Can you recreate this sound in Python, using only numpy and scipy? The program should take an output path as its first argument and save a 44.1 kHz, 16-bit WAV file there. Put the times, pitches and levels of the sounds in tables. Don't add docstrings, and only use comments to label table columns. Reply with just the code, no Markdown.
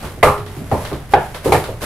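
import sys
import numpy as np
from scipy import signal
from scipy.fft import rfft, irfft, next_fast_len
from scipy.io import wavfile
from scipy.ndimage import map_coordinates

SR = 44100
rng = np.random.default_rng(int(sys.argv[2]) if len(sys.argv) > 2 else 0)


def generate_wav(sig):
    pcm = np.round(np.clip(np.atleast_2d(sig).T, -1, 1) * 32767).astype(np.int16)
    wavfile.write(sys.argv[1], SR, pcm)


N = 81585

# (frequency [Hz], relative level [dB])
RUMBLE_SPECTRUM = [(20, -3.5), (50, 1), (65, -3.5), (95, 3), (120, -0.5), (145, -3), (190, -10.5),
                   (400, -18), (800, -25), (2000, -26), (5000, -45), (11000, -51.5), (16000, -57)]
# (time [s], level [dB])
FOOTSTEP_THUDS = [(.376, -25.5), (.48, -33), (1.635, -31.5)]
# (time of the peak [s], rise [s], fall [s], level [dB])
SLEEVE_SWISHES = [(.04, .05, 0.11, -32), (.57, 0.18, 0.092, -38.5), (.82, 0.15, 0.16, -32),
                  (1.126, 0.015, 0.039, -30), (1.23, 0.11, 0.19, -36), (1.35, 0.01, 0.05, -33),
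                  (1.453, 0.011, 0.12, -25), (1.65, 0.025, 0.2, -39.5), (1.827, 0.01, 0.23, -23)]
# (frequency [Hz], relative level [dB])
CLOTH_SPECTRUM = [(150, 15), (600, 14), (2000, 7), (4000, 1.5), (6000, -1), (7500, -2), (11000, 2),
                  (14000, -4.5), (16000, -18)]
# (time [s], level [dB])
ARM_RATTLES = [(.004, -38.5), (.05, -34.5), (.378, -36.5), (0.463, -37), (0.851, -28), (.93, -35),
               (1.346, -30.5), (1.64, -28.5), (1.817, -33), (1.837, -35)]
# (frequency [Hz], relative level [dB])
TAP_SPECTRUM = [(150, -25), (500, 3), (850, -0.5), (1500, -2), (2500, -7.5), (3800, -5.5), (6000, -17),
                (15000, -25.5)]
# (time [s], wood level [dB], contact brightness [Hz], hollow trunk level [dB],
# arm pitch [Hz], arm level [dB], arm overtone pitch [Hz], arm overtone level [dB],
# time for the arm echoes to fall 60 dB [s], skin slap level [dB], frame thump level [dB])
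DUMMY_BLOWS = [(.028, -32.5, 1810, -41, 254, -24.5, 1040, -37, 0.15, -64, -26),
               (.175, -43, 400, -27, 285, -25, 660, -29, 0.19, -76, -31),
               (0.228, -3.5, 1270, -3.5, 688, 3.5, 2037, -0.5, 0.13, -21.5, -13.5),
               (.269, -18, 1210, -5, 840, -4.5, 1185, -0.5, 0.34, -36, -23.5),
               (0.566, -53, 439, -31, 284, -17.5, 695, -56, 0.15, -77, -27.5),
               (0.605, -56, 680, -27.5, 226, -13.5, 650, -27, 0.35, -77, -40),
               (0.7129, -19, 960, -11, 786, 0, 1883, -20.5, 0.16, -39.5, -16.5),
               (.724, -24.5, 790, -20, 564, -5.5, 950, -12, 0.38, -41, -19),
               (.914, -26, 845, -14, 262, -31, 700, -24, 0.54, -57, -19),
               (1.136, -17.5, 2600, 0.5, 798, 5.5, 1568, -7.5, 0.35, -57, -18),
               (1.458, -19.5, 690, -1.5, 315, -5.5, 890, -25.5, 0.16, -55, -16),
               (1.482, -36, 496, -4, 366, -7.5, 890, -16, 0.19, -61, -20.5),
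               (1.521, -14, 2550, -3.5, 800, 2, 2270, -10, .24, -22.5, -17),
               (1.544, -32, 2250, -2, 810, -4, 1753, -11.5, 0.24, -44, -23.5),
               (1.685, -26.5, 500, -16.5, 490, -43, 634, -16.5, 0.26, -66, -30.5)]
# (frequency [Hz], relative level [dB], time to fall 60 dB [s])
WOOD_MODES = [(415, -10, 0.72), (476.3, -4.5, 0.31), (517, 0.5, 0.26), (598.4, -1.5, 0.38), (764, -24, .3),
              (765.3, 0.5, 0.12), (887, -2.5, 0.3), (946, -8.5, 0.31), (1046, -1, 0.12), (1204, -2, 0.24),
              (1391, -9.5, 0.37), (1556, -17.5, 0.36), (2355, -16, .3), (2434, -19, 0.35)]
# (frequency [Hz], relative level [dB])
GRAIN_SPECTRUM = [(60, -10), (220, -29), (310, -71), (420, -7), (650, -1.5), (850, -5.5), (1280, -3.5),
                  (1500, -11), (2300, -9), (2800, -9.5), (6000, -24.5), (15000, -50)]
# (frequency [Hz], relative level [dB])
CRACK_SPECTRUM = [(400, -10), (1000, -6), (2200, 0.5), (3500, 0), (5500, -6), (9000, -18), (15000, -26)]
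# (frequency [Hz], relative level [dB])
SKIN_SPECTRUM = [(200, 0), (1000, -63), (2200, -17.5), (4000, 3), (6000, -4.5), (11000, 0), (14000, -7),
                 (16000, -57)]
# (frequency [Hz], relative level [dB])
BOOM_SPECTRUM = [(20, -58), (45, -21), (65, 5), (100, 5.5), (145, 4.5), (200, 0), (400, 2), (1500, -80)]
# (frequency [Hz], relative level [dB], time to fall 60 dB [s])
FRAME_MODES = [(59.7, -8.5, 0.53), (97.5, -3.5, 0.34), (143.16, -5, .4)]
# (frequency [Hz], time to fall 60 dB [s])
ROOM_DECAY = [(80, 0.62), (250, 0.15), (600, 0.38), (1500, 0.4), (4000, 0.35), (12000, 0.41)]
# (frequency [Hz], likeness [0 to 1])
STEREO_LIKENESS = [(100, 0.96), (450, 0.92), (1000, 0.83), (2000, 0.42), (4000, 0.14), (10000, 0.2)]

RUMBLE_DB, SWAY_DB, SWAY_PER_S = -34, -0.5, 13.64
RUSTLE_DB, RUSTLE_PER_S = 1.5, 380
TAP_DB, TAP_T60_S = 4, 0.023
WOOD_RISE_S, MODES_DB, GRAIN_DB = 0.001, -4.5, -0.5
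CONTACT_SLOPE = 1.51
CONTACT_CYCLES = 3.23
HOLLOW_HZ, HOLLOW_T60_S, HOLLOW_ROOM_DB, HOLLOW_ECHO_T60_S = 426.6, 0.043, -12, 0.23
ARM_T60_S, ARM_ROOM_DB = 0.049, -14.5
OVERTONE_T60_S, OVERTONE_ROOM_DB = 0.03, -11
ECHO_RISE_S, ECHO_WIDTH_HZ, ECHO_WIDTH_SHARE = 0.0021, 91, 0.03
CRACK_DB, CRACK_T60_S, CRACK_RISE_S = -13.5, 0.04, 0.0027
SLAP_RISE_S = 0.00078
THUMP_RISE_S, THUMP_DELAY_S, FRAME_DB = 0.0089, 0.00356, 0
BALANCE_DB = -0.44
FULL_SCALE, OVERLOAD_KNEE = 1.0, 24
TOP_HZ = 15700


def amp(db):
    return 10 ** (np.asarray(db) / 20)


def along(points, hz):
    f, v = np.transpose(points)
    return np.interp(np.log(hz + 1), np.log(f + 1), v)


def clock():
    return np.arange(N) / SR


def fade(t60):
    return np.exp(-np.log(1000) * clock() / t60)


def rise(seconds):
    return 1 - np.exp(-clock() / seconds)


def wobble(rate):
    return map_coordinates(rng.standard_normal(N), [clock() * rate])


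def add(out, s, sound):
    i = max(0, round(s * SR))
    out[:, i:] += sound[..., :N - i]


def filtered(x, response):
    m = next_fast_len(N + SR // 4)
    hz = np.fft.rfftfreq(m, 1 / SR)
    return irfft(rfft(x, m) * response(hz), m)[..., :N]


def noise(spectrum):
    def mid_side_response(hz):
        turn = np.arccos(np.clip(along(STEREO_LIKENESS, hz), -1, 1)) / 2
        return amp(along(spectrum, hz)) * [np.cos(turn), np.sin(turn)]

    mid, side = filtered(rng.standard_normal((2, N)), mid_side_response)
    pair = np.array([mid + side, mid - side])
    return pair / pair.std()


def dying(x):
    hz, t, z = signal.stft(x, SR, nperseg=256)
    z = z * amp(-60 * t / along(ROOM_DECAY, hz)[:, None])
    return signal.istft(z, SR, nperseg=256)[1][:, :N]


def ring(modes, colour):
    total = 0
    for k, (hz, db, t60) in enumerate(modes):
        level = amp(db + rng.normal(0, 0.4)) * colour(hz)
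        total = total + (-1) ** k * level * np.sin(2 * np.pi * hz * clock()) * fade(t60)
    return total


def low_end():
    out = amp(RUMBLE_DB + SWAY_DB * wobble(SWAY_PER_S)) * noise(RUMBLE_SPECTRUM)
    for s, db in FOOTSTEP_THUDS:
        add(out, s, amp(db) * thump())
    return out


def sleeves():
    t = clock()
    power = 0
    for s, up, down, db in SLEEVE_SWISHES:
        distance = np.maximum((s - t) / up, (t - s) / down)
        power = power + amp(db) ** 2 * np.exp(-2 * distance)
    rustle = amp(RUSTLE_DB * wobble(RUSTLE_PER_S))
    return np.sqrt(power) * rustle * noise(CLOTH_SPECTRUM)


def rattles():
    out = np.zeros((2, N))
    for s, db in ARM_RATTLES:
        tap = amp(TAP_DB) * noise(TAP_SPECTRUM) * fade(TAP_T60_S)
        tail = dying(noise(TAP_SPECTRUM))
        add(out, s, amp(db) * (tap + tail))
    return out


def soften(contact_hz):
    return lambda hz: 1 / np.sqrt(1 + (hz / contact_hz) ** (2 * CONTACT_SLOPE))


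def knock(contact_hz):
    soft = soften(contact_hz)
    tones = amp(MODES_DB) * ring(WOOD_MODES, soft)
    wash = amp(GRAIN_DB) * dying(filtered(noise(GRAIN_SPECTRUM), soft))
    return rise(WOOD_RISE_S) * (tones + wash)


def clack(hz, t60, room_db, echo_t60, contact_s):
    tone = np.sin(2 * np.pi * hz * clock()) * rise(contact_s) * fade(t60)
    width = ECHO_WIDTH_HZ + ECHO_WIDTH_SHARE * hz
    band = filtered(noise([(hz, 0)]), lambda f: np.exp(-.5 * ((f - hz) / width) ** 2))
    swell = fade(echo_t60) * rise(ECHO_RISE_S)
    echo = band * swell
    echo_gain = np.sqrt(np.mean(swell ** 2) / np.mean(echo ** 2))
    return tone + amp(room_db) * echo * echo_gain


def crack(contact_hz):
    snap = filtered(noise(CRACK_SPECTRUM), soften(contact_hz))
    return amp(CRACK_DB) * snap * rise(CRACK_RISE_S) * fade(CRACK_T60_S)


def slap():
    return rise(SLAP_RISE_S) * dying(noise(SKIN_SPECTRUM))


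def thump():
    boom = dying(noise(BOOM_SPECTRUM))
    low_ring = amp(FRAME_DB) * ring(FRAME_MODES, lambda hz: 1)
    return rise(THUMP_RISE_S) * (boom + low_ring)


def blows():
    out = np.zeros((2, N))
    for (s, wood_db, contact_hz, hollow_db, arm_hz, arm_db,
         overtone_hz, overtone_db, echo_t60, slap_db, thump_db) in DUMMY_BLOWS:
        contact_s = CONTACT_CYCLES / contact_hz
        wood = amp(wood_db) * knock(contact_hz)
        hollow = clack(HOLLOW_HZ, HOLLOW_T60_S, HOLLOW_ROOM_DB, HOLLOW_ECHO_T60_S, contact_s)
        arm = clack(arm_hz, ARM_T60_S, ARM_ROOM_DB, echo_t60, contact_s) + crack(contact_hz)
        overtone = clack(overtone_hz, OVERTONE_T60_S, OVERTONE_ROOM_DB, echo_t60, contact_s)
        clacks = amp(hollow_db) * hollow + amp(arm_db) * arm + amp(overtone_db) * overtone
        add(out, s, wood + clacks + amp(slap_db) * slap())
        add(out, s + THUMP_DELAY_S, amp(thump_db) * thump())
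    return out


def scene():
    balance = amp([[BALANCE_DB], [-BALANCE_DB]])
    return (low_end() + sleeves() + rattles() + blows()) * balance


def record(dry):
    clipped = dry / (1 + np.abs(dry / FULL_SCALE) ** OVERLOAD_KNEE) ** (1 / OVERLOAD_KNEE)
    return filtered(clipped, lambda hz: hz < TOP_HZ)


dry = scene()
out = record(dry)
generate_wav(out)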